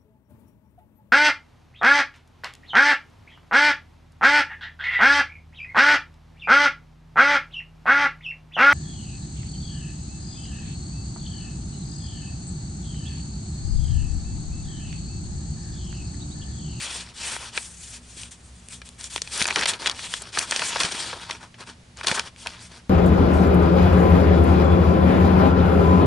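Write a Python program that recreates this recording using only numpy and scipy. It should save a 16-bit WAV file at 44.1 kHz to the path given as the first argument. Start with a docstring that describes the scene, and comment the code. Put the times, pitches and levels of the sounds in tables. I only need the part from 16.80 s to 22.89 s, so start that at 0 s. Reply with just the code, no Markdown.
"""Sheets slide over one another as hands leaf through a thick album of paper pages and cards, close by.
Each stroke is friction noise in three bands, roughened by tiny catches and ringing crinkles. Creases
snap through as short coloured noise bursts; turned pages flap air as low, quickly dying sine puffs.
Behind them lie a short diffuse room, shaped air noise and the narrow noise bands of a far machine."""
import sys
import numpy as np
from scipy import signal
from scipy.fft import rfft, irfft, next_fast_len
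from scipy.io import wavfile
from scipy.ndimage import uniform_filter1d, map_coordinates

SR = 44100
rng = np.random.default_rng(int(sys.argv[2]) if len(sys.argv) > 2 else 0)


def master(y):
    """Save y as 16-bit WAV."""
    cut = np.clip(np.atleast_2d(y).T, -1, 1)
    pcm = np.round(cut * 32767)  # scale
    wavfile.write(sys.argv[1], SR, pcm.astype(np.int16))


N = 268789


def amp(db):
    """Decibels to gain."""
    return 10 ** (np.asarray(db) / 20)


def unit(x):
    """Scaled to rms 1."""
    return x / np.sqrt(np.mean(x ** 2) + 1e-20)


def along(points, hz):
    """Value at hz between (Hz, value) points on a log frequency axis."""
    f, v = np.transpose(points)
    return np.interp(np.log(hz + 1), np.log(f + 1), v)


def wobble(rate):
    """A smooth random curve with rate knots a second."""
    knots = rng.standard_normal(int(N * rate / SR) + 4)
    return map_coordinates(knots, [np.arange(N) * rate / SR])


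def filtered(x, response):
    """x shaped by a response that is a function of frequency in Hz."""
    m = next_fast_len(x.shape[-1] + 8192)
    spectrum = rfft(x, m) * response(np.fft.rfftfreq(m, 1 / SR))
    return irfft(spectrum, m)[..., :x.shape[-1]]


def resonance(f, hz, width_hz):
    """Response of one causal resonance, with gain 1 at its centre."""
    return 1j * f * width_hz / (hz * hz - f * f + 1j * f * width_hz)


def room_tone():
    """Air noise, most alike at both microphones in the bass, and a wavering hum of narrow noise bands."""
    # Colour of the air. Each row: frequency in Hz, relative level in dB.
    air_colour = [(25, -22), (55, -16.5), (125, -13.5), (270, -24), (1200, -30), (5000, -34.5),
                  (11000, -42.5)]
    # Bands of the far machine. Each row: centre in Hz, width of each of two passes in Hz, rms level in dB.
    hum_bands = [(61.5, 0.27, -56), (70.8, 23, -56), (112.3, 17, -58.5), (176.8, 8.7, -60.5),
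                 (239.3, 8, -61.5)]
    air_db = -52.5
    likeness = [(200, 0.97), (600, 0.23), (3000, 0.35), (6000, 0.75)]  # (Hz, correlation left to right)

    def mid_and_side(hz):
        turn = np.arccos(np.clip(along(likeness, hz), 0, 1)) / 2
        return amp(along(air_colour, hz)) * [np.cos(turn), np.sin(turn)]

    mid, side = filtered(rng.standard_normal((2, N)), mid_and_side)
    air = amp(air_db) * unit(np.array([mid + side, mid - side]))
    hum = np.zeros(N)
    for hz, width_hz, db in hum_bands:
        band = filtered(rng.standard_normal(N), lambda f: resonance(f, hz, width_hz) ** 2)
        hum += amp(db) * unit(band)
    return air + hum


def room(x):
    """Diffuse answer of the room: decaying noise, different at each microphone."""
    # How long the room rings. Each row: frequency in Hz, time to die by 60 dB in seconds.
    decay_times = [(300, 0.013), (2000, 0.067), (10000, 0.0028)]
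    hz, t, z = signal.stft(rng.standard_normal((2, SR // 3)), SR, nperseg=256)
    decay = amp(-60 * t / along(decay_times, hz)[:, None])
    tail = signal.istft(z * decay, SR, nperseg=256)[1]
    tail = tail / np.linalg.norm(tail, axis=1, keepdims=True)
    return signal.fftconvolve(x[None], tail, axes=1)[:, :N]


def flaps():
    """A page swings and pushes a soft low puff of air: one lump that rings briefly."""
    # Pages pushing air. Each row: start in seconds, peak of the envelope in dB, centre in Hz.
    puffs = [(1.369, -40, 345), (2.615, -25.5, 193), (4.045, -28.5, 140), (4.147, -30.5, 288),
             (5.314, -23.5, 181)]
    out, t = np.zeros(N + SR), np.arange(8192) / SR
    for start_s, db, hz in puffs:
        turns = hz * t
        envelope = 3 * turns * np.exp(1 - 3 * turns)
        push = envelope * np.sin(2 * np.pi * turns)
        out[round(start_s * SR):][:len(t)] += amp(db) * push
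    return out[:N]


def snaps():
    """Each crease lets go in a short burst, coloured by the patch of sheet that it shakes, then flutters out."""
    # Creases snapping through. Each row: time in seconds, level in dB, centre in Hz, length in ms.
    creases = [(0.565, -23, 1600, 1.9), (0.776, -18, 2020, 5.1), (1.434, -26.5, 3840, 1.7),
               (1.886, -28.5, 8570, 1.6), (2.017, -37.5, 2350, 6.6), (2.09, -32.5, 7100, 2),
               (2.21, -34, 5200, 4.1), (2.242, -26, 5350, 2.6), (2.361, -15.5, 2580, 2.04),
               (2.379, -23, 1760, 1.9), (2.419, -6, 5330, 0.67), (2.475, -27.5, 2690, 2),
               (2.577, -18.5, 7730, 2.1), (2.607, -19, 3070, 4.5), (2.617, -6.5, 2080, 1.1),
               (2.624, -11.5, 3750, 2.2), (2.643, -19.5, 3460, 2.4), (2.655, -15.5, 1900, 2.6),
               (2.669, -20, 7700, 2.4), (2.678, -22, 6040, 4), (2.686, -19, 2250, 2.7),
               (2.705, -19.5, 2500, 2), (2.708, -16.5, 1820, 2.9), (2.759, -15, 2510, 5.8),
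               (2.772, -26, 3000, 3.7), (2.792, -21, 2470, 4.3), (2.811, -21, 5500, 2.5),
               (2.821, -25.5, 1970, 18), (2.834, -23.5, 2760, 14), (2.857, -8, 4000, .9),
               (2.858, -18, 2750, 7.2), (2.935, -28.5, 3200, 12), (3.06, -15, 2760, 3.6),
               (3.065, -18, 3000, 2.4), (3.071, -16, 3180, 6.1), (3.075, -20, 3270, 6.1),
               (3.097, -14, 3180, 2.2), (3.113, -27.5, 4080, 7.1), (3.192, -31, 2370, 6),
               (3.339, -15.5, 2930, 2.4), (3.42, -29.5, 8300, 5.6), (3.573, -20, 1350, 5.9),
               (3.587, -13.5, 4000, 2.2), (3.591, -9, 6260, 1.7), (3.711, -9.5, 5060, 1.4),
               (3.721, -21, 1980, 9.9), (3.762, -11.5, 4200, 1.84), (3.794, -22.5, 2980, 7),
               (3.819, -23, 1440, 10.3), (3.959, -23, 1170, 12), (4.003, -8.5, 3770, 1.3),
               (4.006, -13, 4170, 1.4), (4.009, -20.5, 3250, 7.1), (4.034, -17, 3500, 3.9),
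               (4.05, -21, 2680, 4.1), (4.12, -27.5, 3930, 10), (4.203, -29, 2760, 5.4),
               (4.329, -30.5, 1040, 12), (4.499, -27, 980, 4.1), (4.509, -22.5, 2780, 5.1),
               (4.742, -47, 2440, 14), (5.211, -28, 1620, 4), (5.245, -28.5, 1700, 5.6),
               (5.27, -15.5, 3800, 6), (5.282, -18, 3300, 6.3), (5.314, -18.5, 2620, 6),
               (5.324, -22, 696, 3.5), (5.375, -26, 1410, 14), (5.395, -16.5, 3100, 3.9),
               (5.5618, -35.5, 2980, 1.3), (5.661, -28.5, 1180, 4.9), (5.671, -18, 3050, 2.1)]
    rise_s, lead_s = 0.00075, .0007  # the burst starts a little ahead of its listed time
    crack_db, crack_s = 0, 0.0022  # broad crack at the start; time constant of its dying away
    thud_hz, thud_db = 505, -6.5  # the whole stack of pages answers every snap
    out, t = np.zeros(N + SR), np.arange(2048) / SR
    noise = rng.standard_normal((len(creases), len(t)))
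    flutter = amp(-12 - 60 * t / 0.02)  # quieter tail, 60 dB down in 20 ms
    for (time_s, db, hz, ms), n in zip(creases, noise):
        u = t * 1000 / ms
        burst = (1 - np.exp(-(t / rise_s) ** 2)) * (np.exp(-u ** 2.13) + flutter)
        crack_hz = np.sqrt(hz * 2500)  # midway in pitch between the patch and 2500 Hz

        def patch_and_thud(f):
            patch = resonance(f, hz, 0.96 * hz) ** 2
            return patch - amp(thud_db) * resonance(f, thud_hz, thud_hz) ** 2

        def broad(f):
            return amp(crack_db) * resonance(f, crack_hz, 2.35 * crack_hz) ** 3

        snap = filtered(n * burst, patch_and_thud)
        snap = snap + filtered(n * burst * np.exp(-t / crack_s), broad)
        # Match the energy to the burst's own, so that colour does not change the level.
        snap = snap / np.sqrt(np.sum(snap ** 2) / np.sum(burst ** 2))
        out[round((time_s - lead_s) * SR):][:len(t)] += amp(db) * snap
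    return out[:N]


def catches(per_s):
    """Tiny catches of unequal size, each dying in a few milliseconds."""
    happens = rng.random(N) < per_s / SR
    ticks = happens * amp(4 * np.minimum(rng.exponential(size=N), 1.6))
    decay = amp(-60 * np.arange(SR // 50) / SR / .009)  # 60 dB in 9 ms
    return unit(np.convolve(ticks, decay)[:N])


def crinkles():
    """Tiny creases at random moments, each with its own pitch and size, ringing a few cycles."""
    per_s, centre_hz, ring_cycles = 110, 3660, 2.2  # cycles to fall to 1/e
    when, pitch, size = rng.random((int(per_s * N / SR), 3)).T
    hz = centre_hz * 2 ** (2 * pitch - 1)  # up to an octave either way
    k = np.arange(512)
    turns = np.outer(hz, k) / SR
    gain = amp(-5 * np.log(size + .03))[:, None]  # few large, many small
    rings = gain * np.exp(-turns / ring_cycles) * np.sin(2 * np.pi * turns)
    places = (when * N).astype(int)[:, None] + k
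    return unit(np.bincount(places.ravel(), rings.ravel(), minlength=N)[:N])


def strokes():
    """Levels of rub, bending card and fingertip hiss: a brighter stroke has more hiss and less bending."""
    # Strokes of one sheet over another. Each row: start in seconds, length in seconds, level in dB,
    # swell from start to end in dB, brightness (hiss gained against bending) in dB.
    sheet_strokes = [(-.01, 0.076, -34.5, -7, 13.5), (0.041, .2, -37, -0.5, 11.5),
                     (0.244, 0.066, -46.5, 7, 4), (0.334, 0.23, -35.5, 14, 14.5),
                     (0.568, 0.12, -39.5, 6.5, 9), (0.716, 0.062, -38.5, 18, 13),
                     (0.781, 0.21, -51, -20, 31.5), (0.963, 0.15, -51, 6, 36.5),
                     (1.104, 0.066, -45, 4, 25.5), (1.202, 0.16, -53.5, 10, 24.5),
                     (1.358, 0.12, -45, -6, 24), (1.508, 0.017, -43.5, -6, 26), (1.523, 1, -64, -10, 26),
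                     (1.853, 0.092, -53, 29, 30), (2.049, 0.072, -56, -26, 25),
                     (2.178, 0.031, -44.5, 18, 17), (2.225, 0.039, -41.5, 3, 23),
                     (2.297, 0.087, -41, -4, 24), (2.392, 0.18, -47.5, 2, 16),
                     (2.506, 0.13, -31.5, 10.5, 13.5), (2.644, 0.067, -36.5, 16, -9.5),
                     (2.723, 0.043, -37.5, 8, 18), (2.754, 0.075, -29.5, -3, -7),
                     (2.869, 0.026, -22.5, 6, 16), (2.912, 0.053, -45, -8, -15),
                     (2.989, 0.055, -39, -3, 0.5), (3.032, 0.12, -39.5, -16, -4), (3.13, 0.14, -39, 9, 11),
                     (3.274, 0.099, -38, 10.5, 17), (3.391, 0.11, -45, -2.5, 2), (3.518, 0.12, -32, 15, 9),
                     (3.657, 0.22, -33, 7.5, 9), (3.838, 0.059, -37, 1, 37), (3.845, 0.16, -33, 6, 3),
                     (3.994, 0.1, -29, -17, 4), (4.093, 0.26, -35.5, -11.5, 6.5),
                     (4.325, 0.17, -42.5, 3.5, -4), (4.492, 0.11, -47, -30, -1), (4.59, 0.057, -50, 8, -7),
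                     (4.776, 0.039, -45.5, 15, -4.5), (4.842, 0.063, -48.5, 26.5, 0.5),
                     (5.164, 0.039, -41.5, 1, 0), (5.231, 0.009, -33, -4, -3),
                     (5.262, 0.085, -31, -16, 3.5), (5.339, 0.017, -26, 5, 11),
                     (5.357, 0.052, -35, -6, -9.5), (5.402, 0.082, -44, -6, -1.5),
                     (5.567, 0.11, -50.5, -7, 17.5), (5.649, 0.22, -50, -22, -3),
                     (5.795, 0.079, -47.5, 6, 17), (5.885, 0.1, -48, 5, 2)]
    roundness, dying_s = 0.33, 0.0083  # power of the half-sine shape; time constant of the power
    bend_db, hiss_db = -1.5, -6.5  # over the rub for a stroke of brightness 0
    bend_share = 0.56  # part of the brightness taken from the bending
    step = 32  # samples between computed levels
    t = np.arange(N // step + 1) * step / SR
    power = np.full((3, len(t)), 1e-12)
    for start_s, length_s, db, swell_db, bright_db in sheet_strokes:
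        u = np.clip((t - start_s) / length_s, 0, 1)
        shape = np.abs(np.sin(np.pi * u)) ** roundness * amp(db + swell_db * (u - .5))
        mix_db = [0, bend_db - bend_share * bright_db, hiss_db + (1 - bend_share) * bright_db]
        power += np.outer(amp(mix_db), shape) ** 2
    keep = np.exp(-step / (dying_s * SR))
    smooth = signal.lfilter([1 - keep], [1, -keep], power)
    levels_db = 10 * np.log10(smooth + 1e-12)
    return [np.interp(np.arange(N) / SR, t, db) for db in levels_db]


def fibres(spectrum, grip, wide_db):
    """Friction noise under a changing grip, in drifting patches of colour, from an area of some width."""
    patchy_db = 1.7  # rms drift of the colour as other parts of the sheets touch
    z = signal.stft(rng.standard_normal((2, N)), nperseg=512)[2]
    field = rng.standard_normal(z.shape[1:])
    field = uniform_filter1d(field, size=14, axis=0)  # across frequency
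    field = uniform_filter1d(field, size=8, axis=1)  # across time
    noise = signal.istft(z * amp(patchy_db * unit(field)), nperseg=512)[1][:, :N]
    mid, side = filtered(grip * noise, lambda hz: amp(along(spectrum, hz)))
    return unit(np.array([mid + amp(wide_db) * side, mid - amp(wide_db) * side]))


def slide():
    """The stroke stutters; the more the card bends, the more it crackles instead of gliding."""
    # Colours of rubbing sheets, bending card and hiss. Each row: frequency in Hz, relative dB per Hz.
    rub_colour = [(700, -18.5), (1800, -3), (3400, 2.5), (5500, -0.5), (9000, -27.5)]
    bend_colour = [(60, -37), (140, -11.5), (380, -8), (760, -8), (1400, -4.5), (3500, -22)]
    hiss_colour = [(3500, -22), (6000, -8.5), (8500, -4), (11000, -13)]
    crinkle_db = 3  # over the rub, before the crackle share
    rub_db, bend_db, hiss_db = strokes()
    crackle = np.clip(0.011 + 0.31 / (1 + amp(3.3 * (hiss_db - bend_db))), 0, .8)  # share from 0 to 1
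    stutter_db = (1 + 2 * crackle) * (.9 * wobble(40) + .9 * wobble(110))
    own_db = [.9 * wobble(30) for _ in range(3)]  # each layer also wavers by itself
    # Share the power between steady gliding and catches.
    crinkle = np.sqrt(1 - crackle + crackle * catches(130) ** 2)
    graze = np.sqrt(1 - crackle / 2 + crackle / 2 * catches(140) ** 2)
    rub = amp(rub_db + stutter_db + own_db[0]) * fibres(rub_colour, crinkle, wide_db=-26)
    bend = amp(bend_db + stutter_db + own_db[1]) * fibres(bend_colour, crinkle, wide_db=-24)
    hiss = amp(hiss_db + stutter_db + own_db[2]) * fibres(hiss_colour, graze, wide_db=-11.0)
    return rub + bend + hiss + amp(rub_db + crinkle_db) * crackle * crinkles()


def scene():
    """The pages lie a little to the left; their treble leans further."""
    # Stereo lean of the paper. Each row: frequency in Hz, dB gained at left and lost at right.
    paper_lean = [(200, .1), (1000, .7), (4000, 1)]
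    gap_hz, gap_width_hz, gap_db = 948, 73, -1  # a narrow ring, perhaps the air between the open pages
    room_db = -12.0

    def gap(hz):
        return 1 + amp(gap_db) * resonance(hz, gap_hz, gap_width_hz)

    def lean(hz):
        return amp(along(paper_lean, hz) * np.array([[1], [-1]]))

    paper = filtered(slide() + snaps(), gap)
    reflections = amp(room_db) * room(paper.mean(axis=0))
    return filtered(paper, lean) + reflections + flaps() + room_tone()


def record(dry):
    """Rounds off the tallest peaks and keeps only the sound below about 11 kHz."""
    ceiling, top_hz = .75, 11020  # full scale is 1
    rounded = dry / (1 + np.abs(dry / ceiling) ** 4) ** (1 / 4)
    return filtered(rounded, lambda hz: hz < top_hz)


dry = scene()
out = record(dry)
master(out)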